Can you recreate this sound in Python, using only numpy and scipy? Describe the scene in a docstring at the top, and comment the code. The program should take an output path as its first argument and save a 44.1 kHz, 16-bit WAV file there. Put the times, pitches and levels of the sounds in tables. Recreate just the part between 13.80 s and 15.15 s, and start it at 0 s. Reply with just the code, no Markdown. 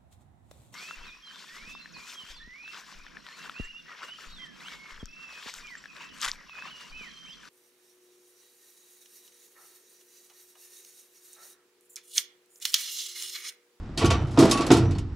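"""A sheet-metal mailbox is worked loose from a steel gate, close to the microphone, beside a quiet street.
Over a steady street murmur its edges start to drag; the hollow box thuds, the gate panel hums low,
edges clack in washes of sheet ringing, and a rubbing edge squeals, a sine gliding in pitch.
After a near pause come louder thuds, clear wall rings and clacks, a second squeal, and one more heavy blow;
then sparse weak clacks and thuds, the drag dying away and last low booms of the panel."""
import sys
import numpy as np
from scipy import signal
from scipy.fft import rfft, irfft
from scipy.io import wavfile
from scipy.ndimage import uniform_filter1d

SR = 44100
rng = np.random.default_rng(int(sys.argv[2]) if len(sys.argv) > 2 else 0)


def digitize_waveform(pressure):
    """Quantize a signal to 16-bit integers and store it at the path in sys.argv[1].

    Rows of a 2-D input are taken as channels; values are limited to [-1, 1].
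    """
    field = np.atleast_2d(pressure).T
    bounded = np.clip(field, -1, 1)
    quanta = np.round(bounded * 32767).astype(np.int16)
    wavfile.write(sys.argv[1], SR, quanta)


def amplitude_ratio(level_db):
    """Convert a level in decibels to the matching linear amplitude (field) ratio."""
    exponent = np.asarray(level_db, float) / 20
    return 10 ** exponent


N = 59535
T = np.arange(N) / SR
RUN_IN = 8192   # samples for filters to settle


def rms_one(x):
    """Scales to rms 1."""
    return x / np.sqrt(np.mean(x ** 2) + 1e-20)


def at_hz(points, hz):
    """Reads a spectrum table on a log frequency axis."""
    table_hz, value = np.array(points).T
    return np.interp(np.log(hz), np.log(table_hz), value)


def in_time(rows):
    """Columns of a curve, sample by sample."""
    s, *columns = np.transpose(rows)
    return [np.interp(T, s, column) for column in columns]


def drift(rate_hz):
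    """Random wander with rms 1: white noise through a two-pole low-pass."""
    pole = np.exp(-2 * np.pi * rate_hz / SR)
    noise = rng.standard_normal(N + SR)
    return rms_one(signal.lfilter([1], [1, -2 * pole, pole * pole], noise)[SR:])


def decay(age, t60, rise_s):
    """Quick rise, exponential fall; silent before the blow."""
    age = np.maximum(age, 0)
    rise = 1 - np.exp(-age / rise_s)
    return rise * np.exp(-np.log(1000) * age / t60)


def near(hz, centre_hz, octaves):
    """Weight of modes around a favoured pitch."""
    return np.exp(-(np.log2(hz / centre_hz) / octaves) ** 2 / 2)


def struck(start_s, hz, gain, t60, rise_s):
    """Rings a set of modes from one start, neighbours in opposite phase, each with a chance strength."""
    spread_db = 3
    out, i = np.zeros(N), int(start_s * SR)
    age = T[:N - i][:int(0.8 * SR)]   # a ring lasts 0.8 s at most
    polarity = (-1) ** np.arange(len(hz))
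    gain = gain * amplitude_ratio(spread_db * rng.standard_normal(len(hz))) * polarity
    ring = decay(age, t60[:, None], rise_s) * np.sin(2 * np.pi * hz[:, None] * age)
    out[i:i + len(age)] = gain @ ring
    return out


def bands(spectrum, likeness, source):
    """Half-octave bands of stereo noise, total rms about 1: yields centre Hz and band."""
    edges = 22 * 2 ** np.arange(0, 9.6, 0.5)
    centres = np.sqrt(edges[1:] * edges[:-1])
    gains = amplitude_ratio(at_hz(spectrum, centres))
    gains = gains / np.sqrt(np.sum(gains ** 2 * np.diff(edges)) / (SR / 2))
    for k, hz in enumerate(centres):
        if gains[k] > gains.max() / 3000:   # skip very weak bands
            band_pass = signal.butter(3, edges[k:k + 2], "band", fs=SR, output="sos")
            # neighbouring bands take turns on two pairs of noises
            mid, side = signal.sosfilt(band_pass, source[k % 2])[:, RUN_IN:]
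            alike = np.clip(at_hz(likeness, hz), -1, 1)
            stereo = np.sqrt(1 + alike) * mid + np.sqrt(1 - alike) * side * [[1], [-1]]
            yield hz, gains[k] * stereo / np.sqrt(2)


def sheet_noise():
    """Noise coloured by the many close modes of thin sheet."""
    modes, mode_width_hz = 350, 68
    hz = np.fft.rfftfreq(N + RUN_IN, 1 / SR)
    spikes = np.zeros(len(hz))
    spikes[rng.integers(0, len(hz) * 3 // 4, modes)] = rng.exponential(1, modes)
    offsets = hz[:400] - hz[200]
    resonance = 1 / (1 + (2 * offsets / mode_width_hz) ** 2)
    power = np.convolve(spikes, resonance, "same")
    smooth = uniform_filter1d(power, size=600) + 1e-9   # divided out: keeps peaks, evens the tone
    spectrum = rfft(rng.standard_normal((2, 2, N + RUN_IN)))
    return rms_one(irfft(spectrum * np.sqrt(power / smooth), N + RUN_IN))


# edges clacking on the gate: start_s [s], level_db [dB before the clack gain],
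# tilt_db [dB per octave about 4 kHz], t60_s [s at 4 kHz]
CLACK_HITS = [(0.1749, -17.5, 2.5, 0.37), (0.2164, -22, -5, 0.19), (0.2457, -15, -1.5, 0.058),
              (0.2558, -16.5, 5, 0.15), (0.3031, -15, -2.5, 0.053), (0.3065, -14, 0.5, 0.2),
              (0.4694, -42, 2, 0.3), (0.509, -42, 4, 1), (0.5738, -21.5, -3, 0.27),
              (0.5881, -15, 5.5, 0.48), (0.6544, -29.5, 13.5, 0.063), (0.6955, -23, 4.5, 0.15),
              (0.7115, -9, 6.5, 0.17), (0.774, -20, 2.5, 0.16), (0.808, -19.5, 0.0, 0.19),
              (0.8652, -21.5, 6.5, 0.13), (0.904, -14.5, -4.5, 0.17), (0.9143, -12, 5, 0.28),
              (0.9683, -22.5, 6.5, 0.19), (1.1086, -30.5, 2, 0.15), (1.15, -38.5, -2, 0.21),
              (1.1835, -28.5, 3.5, 0.12)]
# dense ringing of thin sheet: pitch_hz [Hz], level_db [relative dB per Hz]
SHEET_COLOUR = [(350, -10.5), (1150, -2.5), (1560, -10), (2640, -4.5), (3200, -6), (5080, -8), (9630, -20),
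                (14700, -19), (15500, -52)]
# stereo closeness of ringing and dragging: pitch_hz [Hz], likeness [left-right, 1 = same]
BOX_LIKENESS = [(60, 1), (500, 0.99), (2500, 0.8), (8000, 0.88), (14000, 0.56)]


def clacks():
    """Each clack sets off a dense wash of sheet ringing that dies faster in the treble."""
    gain_db, rise_s = -11, 0.00033
    treble_damping = 0.57   # t60 falls as this power of frequency
    start_s, level_db, tilt_db, t60_s = np.transpose(CLACK_HITS)[:, :, None]
    t60_s = np.clip(t60_s, 0.02, 2)
    out, coarse = 0, T[::8]   # envelopes drawn on every eighth sample
    for hz, band in bands(SHEET_COLOUR, BOX_LIKENESS, sheet_noise()):
        shape = decay(coarse - start_s, t60_s * (4000 / hz) ** treble_damping, rise_s)
        level = amplitude_ratio(level_db + gain_db + tilt_db * np.log2(hz / 4000))
        power = ((level * shape) ** 2).sum(axis=0)
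        out = out + band * np.interp(T, coarse, np.sqrt(power))
    return out


# blows on the box body: start_s [s], level_db [dB before the thud gain],
# centre_hz [Hz, middle of the struck modes], t60_s [s]
THUD_HITS = [(0.167, -23.5, 344, 0.26), (.228, -12, 520, 0.069), (.233, -9, 296, 0.17),
             (0.307, -12, 553, 0.12), (.344, -27, 320, 0.5), (0.43, -33, 240, 0.53),
             (.574, -8.5, 640, 0.26), (0.581, -3, 314, 0.16), (0.592, -17.5, 300, 0.2),
             (0.614, -6.5, 318, 0.22), (0.636, -13, 293, 0.27), (0.672, -26, 300, 0.55),
             (0.698, -19.5, 367, 0.41), (0.793, -14.5, 387, 0.18), (0.9014, -4.5, 313, 0.2),
             (.919, -5, 322, 0.12), (0.967, -15.5, 297, 0.45), (1.004, -25, 260, 0.87),
             (1.085, -29, 218, 0.82)]
# modes of the hollow box: pitch_hz [Hz], level_db [relative dB]
BODY_MODES = [(146, 3), (190, -5.5), (236, -4), (282, 1.5), (332, 1), (360, -1), (395, -5.5), (422, -11),
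              (460, -7), (500, -7.5), (672, -3), (960, -9.5), (1230, -6)]


def thuds():
    """Each thud favours the body modes around its centre; the hands damp the ring."""
    gain_db, width_octaves, rise_s = -9, 0.64, 0.001
    hz, mode_db = np.transpose(BODY_MODES)
    out = 0
    for start_s, level_db, centre_hz, t60_s in THUD_HITS:
        gain = amplitude_ratio(level_db + gain_db + mode_db) * near(hz, centre_hz, width_octaves)
        out = out + struck(start_s, hz, gain, np.full(len(hz), max(t60_s, 0.02)), rise_s)
    return out


# clear wall rings, mostly close to a clack or thud: start_s [s], pitch_hz [Hz], level_db [dB]
PING_HITS = [(.256, 3020, -37.0), (.31, 5850, -40.5), (.2575, 6150, -32.0), (.615, 661, -19.0),
             (.712, 3725, -24.0), (.712, 5098, -25.0), (.716, 9450, -39.0), (.725, 9850, -41.0),
             (.73, 2606, -36.0), (.776, 2680, -28.0), (1.05, 5850, -55.0), (1.15, 4400, -44.0),
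             (.176, 4400, -30.0)]
# modes of the thin walls: pitch_hz [Hz], t60_s [s]
WALL_RINGS = [(661, 0.31), (2606, 0.19), (2680, 0.12), (3020, 0.7), (3725, 0.078), (4400, 0.12),
              (5098, 0.07), (5850, 0.25), (6150, 0.08), (9354, 0.31), (9510, 0.33), (9850, 0.3)]


def pings():
    """Wall panels ring out clearly, neighbouring rings sounding along; their level flickers quickly."""
    width_octaves, rise_s = 0.025, 0.00059
    hz, t60_s = np.transpose(WALL_RINGS)
    flicker = amplitude_ratio(1.7 * drift(95))   # level wander, dB and Hz
    out = 0
    for start_s, ring_hz, level_db in PING_HITS:
        gain = amplitude_ratio(level_db) * near(hz, ring_hz, width_octaves)
        out = out + struck(start_s, hz, gain, t60_s, rise_s)
    return flicker * out


# pressure of the dragging edges: time_s [s], level_db [dB before the drag gain]
DRAG_PRESSURE = [(.165, -54), (.19, -39.5), (.35, -48), (.44, -40.5), (.47, -46.5), (.565, -44.5),
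                 (.6, -24.5), (.8, -36), (.9, -36), (.93, -36), (1.06, -42), (1.2, -54), (1.24, -89)]
# tone of the drag: pitch_hz [Hz], level_db [relative dB per Hz]
DRAG_TONE = [(100, -24), (170, -5.5), (339, -1), (385, -11.5), (1140, -17.5), (1800, -26), (5960, -40),
             (13000, -62)]


def drag():
    """Dense uneven grains of grit and paint under the dragging edges."""
    grains_per_s, spread_db, gain_db = 5000, 6.5, 6.5
    n = N + RUN_IN
    hits = rng.random(n) < grains_per_s / SR
    grains = hits * amplitude_ratio(spread_db * np.minimum(rng.exponential(1, n), 3))
    source = rms_one(uniform_filter1d(grains, size=24) * rng.standard_normal((2, 2, n)))
    pressure = amplitude_ratio(in_time(DRAG_PRESSURE)[0] + gain_db)
    return pressure * sum(band for _, band in bands(DRAG_TONE, BOX_LIKENESS, source))


# jolts to the gate panel: start_s [s], level_db [dB], shift_octaves [octaves from 94 Hz]
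PANEL_JOLTS = [(0.173, -22.5, 0.95), (0.227, -16, 0.076), (.272, -13.5, 0.38), (0.329, -16, -0.31),
               (0.432, -19, 0.86), (0.576, -5, 1), (0.907, -23, 0.65), (0.988, -17, 0.091),
               (1.082, -18.5, 0.093), (1.208, -23, 0.083), (1.303, -16, -0.77)]
# low modes of the panel: pitch_hz [Hz], level_db [relative dB], t60_s [s]
PANEL_MODES = [(65.6, -3.5, 0.71), (93.14, -0.55, 0.9), (122.6, -5.5, 0.62), (146, 0, 0.13)]


def gate_panel():
    """Each jolt booms in the low modes of the gate."""
    width_octaves, rise_s = 0.39, 0.0017
    hz, mode_db, t60_s = np.transpose(PANEL_MODES)
    out = 0
    for start_s, level_db, shift_octaves in PANEL_JOLTS:
        gain = amplitude_ratio(level_db + mode_db) * near(hz, 94 * 2 ** shift_octaves, width_octaves)
        out = out + struck(start_s, hz, gain, t60_s, rise_s)
    return out


# squeals of a rubbing edge, one curve each: time_s [s], pitch_hz [Hz], level_db [dB rms]
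SQUEAL_CURVES = [
    [(.209, 1128, -31.0), (.231, 1129, -29.5), (.241, 1128, -37.0), (.249, 1129, -30.0), (.3, 1125, -37.0),
     (.305, 1120, -26.0), (.314, 1120, -25.0), (.325, 1125, -41.0), (.333, 1135, -34.0),
     (.356, 1158, -33.0), (.372, 1160, -43.0)],
    [(.71, 1080, -37.0), (.724, 1124, -30.0), (.82, 1124, -30.5), (.835, 1170, -32.0), (.843, 1175, -42.0)],
]


def squeal():
    """Stick-slip tone, a sine fluttering slightly in pitch and level."""
    flutter_db, flutter_hz, pitch_jitter = 1.3, 45, 0.002   # jitter as a fraction of pitch
    out = 0
    for rows in SQUEAL_CURVES:
        hz, level_db = in_time(rows)
        sounding = 1.0 * (T > rows[0][0]) * (T < rows[-1][0])
        on = uniform_filter1d(sounding, size=400)   # soft edges
        phase = 2 * np.pi * np.cumsum(hz * (1 + pitch_jitter * drift(flutter_hz))) / SR
        level = np.sqrt(2) * amplitude_ratio(level_db + flutter_db * drift(flutter_hz))
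        out = out + on * level * np.sin(phase)
    return out


def yard(x):
    """Diffuse echoes from wall and paving: a decaying noise tail, different on each side."""
    t60_s, level_db, delay_s, rise_s = 0.4, -24, 0.013, 0.0085
    half_second = SR // 2
    tail = rng.standard_normal((2, half_second)) * decay(T[:half_second] - delay_s, t60_s, rise_s)
    tail = tail / np.sqrt(np.sum(tail ** 2, axis=1, keepdims=True))
    return amplitude_ratio(level_db) * signal.fftconvolve(x, tail, axes=1)[:, :N]


# tone of the street: pitch_hz [Hz], level_db [relative dB per Hz]
STREET_TONE = [(20, 1.5), (125, 1.6), (165, -11), (250, -7.5), (350, -31), (1500, -28), (2000, -37.5),
               (5500, -43.5), (8000, -58), (11000, -68)]
# stereo closeness of the street: pitch_hz [Hz], likeness [left-right, 1 = same]
STREET_WIDTH = [(60, 0.99), (380, 0.99), (2380, 0.4), (15000, 0.96)]


def street():
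    """Distant traffic murmur: steady coloured noise."""
    level_db = -37
    noise = rng.standard_normal((2, 2, N + RUN_IN))
    return amplitude_ratio(level_db) * sum(band for _, band in bands(STREET_TONE, STREET_WIDTH, noise))


def scene():
    """Box and gate slightly right, low excess of the struck sines' starts cut; echoes and street around."""
    bass_cut_hz, left_db = 97.5, -1.0   # left against right
    box = clacks() + pings() + thuds() + drag() + gate_panel() + squeal()
    bass_cut = signal.butter(2, bass_cut_hz, "high", fs=SR, output="sos")
    box = signal.sosfilt(bass_cut, box) * amplitude_ratio(left_db / 2 * np.array([[1], [-1]]))
    return box + yard(box) + street()


def low_pass(x):
    """Removes everything above the highest recorded frequency."""
    return signal.sosfilt(signal.butter(12, 15830, fs=SR, output="sos"), x)


def record(dry):
    """The microphone rolls off at the top."""
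    treble_cut_hz = 10560
    roll_off = signal.butter(6, treble_cut_hz, fs=SR, output="sos")
    mix = signal.sosfilt(roll_off, dry)
    return low_pass(mix)


dry = scene()
out = record(dry)
digitize_waveform(out)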